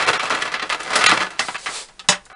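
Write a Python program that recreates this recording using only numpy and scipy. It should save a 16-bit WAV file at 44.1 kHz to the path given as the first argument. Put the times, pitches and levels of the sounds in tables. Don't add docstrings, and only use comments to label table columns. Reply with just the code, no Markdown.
import sys
import numpy as np
from scipy import signal
from scipy.fft import rfft, irfft
from scipy.io import wavfile
from scipy.ndimage import uniform_filter1d, minimum_filter1d

SR = 44100
rng = np.random.default_rng(int(sys.argv[2]) if len(sys.argv) > 2 else 0)


def decibels_to_gain(level_db):
    exponent = np.asarray(level_db, float) / 20
    return 10 ** exponent


def waveform_to_disk(signal):
    frames = np.transpose(np.atleast_2d(signal))
    scaled = np.clip(frames, -1, 1) * 32767
    samples = np.round(scaled).astype(np.int16)
    wavfile.write(sys.argv[1], SR, samples)


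N = 103899

# (t/s, peak/dB, treble/dB, rattle/s, body/dB)
WHEEL_KNOCKS = [(0.001, -7.5, -43, 0.013, -4), (0.131, -4.5, -16.5, 0.025, -4),
                (0.155, -9, -21, 0.0085, -8), (.298, -14, -1, 0.0032, -14), (0.303, -4, -17.5, 0.029, -3),
                (0.408, -26, -24, 0.013, 9), (0.452, -10.5, -16, 0.036, -2), (0.518, -14.5, -14, 0.032, -5),
                (0.54, -5, -24.5, 0.02, -7.5), (0.596, -10.5, -27, 0.011, -13),
                (0.694, -15.5, -6, 0.023, -3), (0.7, -4.5, -14.5, 0.014, -6.5),
                (0.801, -11.5, -9.5, 0.019, -5), (0.832, -20, 18, 0.015, -4), (.862, -22, -11, 0.013, 14),
                (0.917, -12, -14, 0.011, -23), (1.04, 4, -10, 0.004, -2), (1.043, -0.5, -26, 0.0028, -17),
                (1.062, 11.5, -16, 0.0022, -29), (1.065, 10, -5, 0.012, -5.5), (1.076, 0, -22, 0.011, -6),
                (1.088, -4.5, -18, 0.015, -27), (1.094, -0.5, -8.5, 0.0058, -9),
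                (1.104, -1, -23, .006, -27), (1.114, 0.5, -15, 0.0054, -25), (1.119, 3, -32, 0.0065, 0),
                (1.132, -8.5, -10.5, 0.044, -16), (1.267, -14, -31, 0.0057, -3),
                (1.304, -21.5, -9, 0.028, 0)]
# (t/s, peak/dB, treble/dB, rattle/s, body/dB)
WHEEL_BUMPS = [(0.025, -6, -15, 0.013, -5), (0.085, -6, -16, 0.012, -4), (0.196, -7.5, -19.5, 0.022, -15),
               (0.232, -9.5, -7.5, 0.02, 3.5), (0.256, -12.5, -17, 0.029, -5),
               (0.324, -6.5, -22, 0.0054, 1), (0.35, -9, -11, 0.0099, -3), (0.375, -15, -28, 0.006, -1),
               (0.423, -5.5, -12, 0.0071, -15.5), (0.478, -15.5, -19, 0.012, -5),
               (0.625, -9.5, -19, 0.016, -3), (0.727, -6, -15.5, 0.012, -10.5),
               (0.747, -12, -13, 0.012, -1), (0.905, -11.5, -8, 0.019, 4), (0.933, -6.5, -14, 0.03, -3),
               (0.958, -0.5, -4, 0.023, -3), (0.99, -9, -5, 0.031, 5), (1.013, -4.5, -16.5, 0.032, -7),
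               (1.142, -9, -21, 0.015, 5), (1.177, -3, -14, 0.0024, -2.5), (1.205, -8.5, -19.5, 0.022, -3),
               (1.229, -27, -10, 0.009, 2)]
# (t/s, peak/dB, treble/dB, rattle/s, body/dB)
LEG_KNOCKS = [(1.393, -5, -2, 0.017, 0.5), (1.447, -23, -40, 0.0051, 12), (1.484, -13.5, -37, 0.015, 6.5),
              (1.545, -18.5, -32, 0.0095, 4), (1.554, -14, -27, 0.0065, -5.5),
              (1.563, -22, -24, 0.014, -7.5), (1.66, -12.5, -14.5, 0.021, -6), (1.684, -21, -22, 0.031, 24),
              (1.885, -35, 3, 0.016, 10), (1.898, -43, -18, 0.0097, 1), (2.042, -38, -40, 0.019, 5),
              (2.122, -11, -19, 0.015, -9), (2.263, -39, -31.5, 0.006, 8), (2.3, -31, -40, 0.0082, 0),
              (2.316, -29, -38, 0.0054, 27), (2.327, -32, -34, 0.049, 16), (2.351, -30, -27, .01, 14)]
# (t/s, peak/dB, treble/dB, rattle/s, body/dB)
PALM_SLAPS = [
    (1.994, -28.5, -25.5, 0.012, -8.5),
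    (2.087, 9, -11.5, 0.0022, -0.5),
    (2.254, -41, 31, 0.002, -1),
    (2.257, -43.5, 26, 0.013, -1),
]
# (t/s, level/dB)
ROLL_EFFORT = [(0, -21), (.06, -24), (.2, -29), (.29, -29.5), (.38, -29), (.41, -28), (.5, -39),
               (.58, -39.5), (.68, -36.5), (.78, -37), (.88, -26.5), (.97, -33), (1.1, -40.5),
               (1.22, -24.5), (1.3, -35.5), (1.39, -40)]
# (t/s, level/dB)
RUB_EFFORT = [
    (1.39, -32.5),
    (1.47, -35),
    (1.58, -41.5),
    (1.7, -34),
    (1.78, -29),
    (1.83, -37),
    (1.87, -51),
    (1.92, -63),
    (1.97, -86),
]
# (f/Hz, level/dB, t60/s)
BOARD_MODES = [(305, -9.5, .06), (560, -9, .035), (781, -4, .05), (925, -6, .05), (1275, -2, .05),
               (1370, -3, .04), (1500, -1, .05), (1712, -3, .05), (2030, -1, .04), (2690, -8, .03),
               (3330, -10, .03), (4085, -11, .03)]
# (f/Hz, level/dB, t60/s)
SEAT_MODES = [(460, 4, 0.088), (591, 12, 0.17), (803, 4, 0.18), (1090, 5, 0.063), (1120, -9, 0.036),
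              (1262, 17, 0.08), (1400, 12, 0.038), (1830, 12, 0.079), (2004, 10, 0.026), (3130, 11, 0.036),
              (3870, 25, 0.011), (7000, 7, 0.012)]
# (f/Hz, level/dB, t60/s)
STOOL_BOUNCE = [(124, -1, .26), (185, 1, .24)]
# (f/Hz, level/dB, t60/s)
SLAP_BOUNCE = [(135, -14, .12), (185, 0, .19)]
# (f/Hz, level/dB per Hz)
BOARD_COLOUR = [(35, -79), (250, -17.5), (340, -3), (1000, -1.5), (1300, -0.5), (2100, -3.5), (4500, -12),
                (5400, -15), (22000, -33.5)]
# (f/Hz, level/dB per Hz)
LEG_CLACK_COLOUR = [(35, -61), (400, -36), (760, 10), (1500, 15), (3500, 4), (5500, -2.5), (22000, -46.5)]
# (f/Hz, level/dB per Hz)
SLAP_COLOUR = [(35, -67), (250, -26.5), (560, -12.5), (1150, -6.5), (2440, -7.5), (3900, -4), (6300, -11),
               (7400, -6.5), (22000, -34.5)]
# (f/Hz, level/dB per Hz)
SKIN_COLOUR = [(120, -42), (400, -11), (1400, -13), (3000, -11.5), (4500, -7), (5500, -12), (8000, -10.5),
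               (10500, -16), (22000, -67)]
# (f/Hz, level/dB per Hz)
SHOP_COLOUR = [(15, 8), (40, 10.5), (100, -12), (400, -3), (1700, -7.5), (2500, -10), (9000, -14),
               (22000, -24)]
# (centre t/s, length/s, low f/Hz, high f/Hz, stray line f/Hz)
HELD_MOMENTS = [
    (.059, .007, 500, 4300, 4150),
    (.187, .011, 700, 3700, 5615),
    (1.079, .016, 1100, 4800, 6668),
    (1.576, .006, 500, 4900, 6950),
    (2.342, .018, 250, 3100, 3975),
]


def trolley_blows():
    knocks = blows(WHEEL_KNOCKS, BOARD_MODES, BOARD_COLOUR, STOOL_BOUNCE,
                   ring_db=-6, bounce_db=-20.5, gain_db=-10.5, rise_s=0.00093)
    bumps = blows(WHEEL_BUMPS, BOARD_MODES, BOARD_COLOUR, STOOL_BOUNCE,
                  ring_db=-6, bounce_db=-20, gain_db=-9.5, rise_s=.012)
    legs = blows(LEG_KNOCKS, BOARD_MODES[2:], LEG_CLACK_COLOUR, STOOL_BOUNCE,
                 ring_db=-6, bounce_db=-15, gain_db=-6.5, rise_s=0.00057)
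    return knocks + bumps + legs


def palm_slaps():
    return blows(PALM_SLAPS, SEAT_MODES, SLAP_COLOUR, SLAP_BOUNCE,
                 ring_db=-4, bounce_db=-20, gain_db=-0.042, rise_s=0.00047)


def rolling():
    clack = colour(BOARD_COLOUR)
    wheels = [body(BOARD_MODES, clack, ring_db=-6, bounce_db=-18) for wheel in range(5)]
    shake = np.zeros(N)
    for wheel in wheels:
        grit = clicks(rate=1600, spread_db=4, size=N) * decibels_to_gain(10.8 * walk(30.84))
        shake += through(grit, wheel)
    return level(shake * decibels_to_gain(1.9 * walk(46.1)), 0) * curve(ROLL_EFFORT)


def palm_rub():
    hiss = rng.standard_normal(N) * decibels_to_gain(1.5 * walk(110))
    grain = 0.15 * clicks(rate=900, spread_db=3.0, size=N)
    return level(through(hiss + grain, colour(SKIN_COLOUR)), 0) * uniform_filter1d(curve(RUB_EFFORT), size=600)


def blows(rows, modes, clack_colour, bounce, ring_db, bounce_db, gain_db, rise_s):
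    lead = 4096
    out = np.zeros(N + 32768)
    t = np.arange(4096) / SR
    clack = colour(clack_colour)
    below_treble = signal.butter(2, 5200, fs=SR, output="sos")
    below_body = signal.butter(2, 1250, fs=SR, output="sos")
    for s, db, treble_db, rattle_s, body_db in rows:
        rise = np.exp(3 * (t / rise_s - 1))
        decay = np.exp(-(t - rise_s) / max(rattle_s, .0005))
        shape = np.minimum(rise, decay)
        contacts = clicks(rate=3400, spread_db=1.9, size=len(t)) + 0.32 * rng.standard_normal(len(t))
        hit = contacts * shape
        tick = hit * shape ** (1 / .55 - 1)
        treble = tick - signal.sosfiltfilt(below_treble, tick)
        hit = signal.sosfiltfilt(below_treble, hit) + decibels_to_gain(treble_db + 15.5) * treble
        hit = hit + (decibels_to_gain(body_db) - 1) * signal.sosfiltfilt(below_body, hit)
        y = signal.fftconvolve(hit, body(modes, clack, ring_db, bounce_db=-60))
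        y *= decibels_to_gain(db + gain_db) / np.sqrt(np.max(uniform_filter1d(y ** 2, size=128)))
        push = shape ** 3 / np.sum(shape ** 3)
        bouncing = signal.fftconvolve(push, ring(bounce, 1.0))
        y += bouncing * decibels_to_gain(db + bounce_db + 17.5 + rng.standard_normal())
        k = int((s - rise_s) * SR) + lead
        out[k:k + len(y)] += y
    return out[lead:N + lead]


def body(modes, clack, ring_db, bounce_db):
    h = decibels_to_gain(ring_db) * ring(modes, 1.0) + decibels_to_gain(bounce_db) * ring(STOOL_BOUNCE, 0.19)
    h[:len(clack)] += clack
    return h


def ring(modes, scatter):
    t = np.arange(6144) / SR
    hz, db, t60 = np.repeat(np.array(modes), 2, axis=0).T[:, :, None]
    chance = scatter * rng.standard_normal((2, len(hz), 1))
    strength = decibels_to_gain(db + 4 * chance[0])
    detuned_hz = hz * (1 + .009 * chance[1])
    decay = np.exp(-np.log(1000) * t / t60)
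    h = np.sum(strength * decay * np.sin(2 * np.pi * detuned_hz * t), axis=0)
    return h / np.sqrt(np.sum(h ** 2))


def clicks(rate, spread_db, size):
    u = rng.random((3, size))
    return (u[0] < rate / SR) * np.sign(u[1] - .5) * decibels_to_gain(-spread_db * np.log(u[2] + .01))


def walk(rate):
    k = int(SR / rate)
    steps = np.repeat(rng.standard_normal(N // k + 1), k)
    return 0.69 * uniform_filter1d(uniform_filter1d(steps, k), k)[:N]


def colour(points, size=1024):
    hz, db = np.array(points).T
    grid_hz = np.arange(size + 1) * SR / (2 * size) + 1
    cepstrum = irfft(np.interp(np.log(grid_hz), np.log(hz), db) * np.log(10) / 20)
    cepstrum[1:size] *= 2
    cepstrum[size + 1:] = 0
    h = irfft(np.exp(rfft(cepstrum)))[:size]
    return h / np.sqrt(np.sum(h ** 2))


def through(x, h):
    return signal.fftconvolve(x, h)[:len(x)]


def level(x, db):
    return x * decibels_to_gain(db) / np.sqrt(np.mean(x ** 2))


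def curve(rows):
    t, db = np.array(rows).T
    return decibels_to_gain(np.interp(np.arange(N) / SR, t, db, left=-120, right=-120))


def room(x):
    t = np.arange(SR // 2) / SR
    noise = rng.standard_normal(len(t))
    low = signal.sosfilt(signal.butter(2, 2500, fs=SR, output="sos"), noise)
    low_tail = low * np.exp(-np.log(1000) * t / 0.18)
    high_tail = (noise - low) * np.exp(-np.log(1000) * t / 0.13)
    h = (low_tail + high_tail) * np.clip(t / 0.0065, 0, 1)
    return through(x, h * decibels_to_gain(-5.5) / np.sqrt(np.sum(low_tail ** 2) * 9))


def workshop():
    hiss = level(through(rng.standard_normal(N), colour(SHOP_COLOUR, size=4096)), -53)
    band = signal.butter(2, [25, 70], "band", fs=SR, output="sos")
    rumble = signal.sosfilt(band, rng.standard_normal(N))
    tremble = level(through(rng.standard_normal(N), ring(STOOL_BOUNCE, 0)), -65)
    rumble = rumble * decibels_to_gain(3.0 * walk(10)) * (1 + decibels_to_gain(36) * curve(ROLL_EFFORT))
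    return hiss + tremble + level(rumble, -61)


def scene():
    dry = trolley_blows() + palm_slaps() + rolling() + palm_rub()
    dry = signal.sosfilt(signal.butter(3, 144, "high", fs=SR, output="sos"), dry)
    return (dry + room(dry) + workshop())[None]


def hold_steady_tones(x):
    size = 1200
    out, t, win = x.copy(), np.arange(size) / SR, np.hanning(size)
    for s, length, low, high, stray in HELD_MOMENTS:
        k = min(int(s * SR) - size // 2, N - size)
        spec = rfft(x[k:k + size] * win) * 2 / np.sum(win)
        hz, strength = np.arange(len(spec)) * SR / size, np.abs(spec)
        is_peak = strength >= -minimum_filter1d(-strength, size=9)
        tops = strength * is_peak * (hz > low) * (hz < high)
        j = np.argsort(-tops)[:11, None]
        held = np.sum(tops[j] * np.cos(2 * np.pi * hz[j] * t + np.angle(spec[j])), axis=0)
        held = decibels_to_gain(1.5) * (held + decibels_to_gain(-10) * tops.max() * np.sin(2 * np.pi * stray * t))
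        fade = np.clip((length / 2 - np.abs(t + k / SR - s)) / .006 + .7, 0, 1)
        out[k:k + size] += np.sin(fade * np.pi / 2) ** 2 * (held - x[k:k + size])
    return out


def band_limit(x):
    return signal.sosfilt(signal.butter(12, 11760, fs=SR, output="sos"), x)


def record(dry):
    rounded = np.tanh(dry[0] / 1.1) * 1.1
    top_cut = signal.cheby1(10, .5, 10260, fs=SR, output="sos")
    x = hold_steady_tones(signal.sosfilt(top_cut, rounded))
    gain = minimum_filter1d(.96 / np.maximum(np.abs(x), .96), size=129)
    gain = uniform_filter1d(uniform_filter1d(gain, size=64), size=64)
    return band_limit((x * gain)[None])


dry = scene()
out = record(dry)
waveform_to_disk(out)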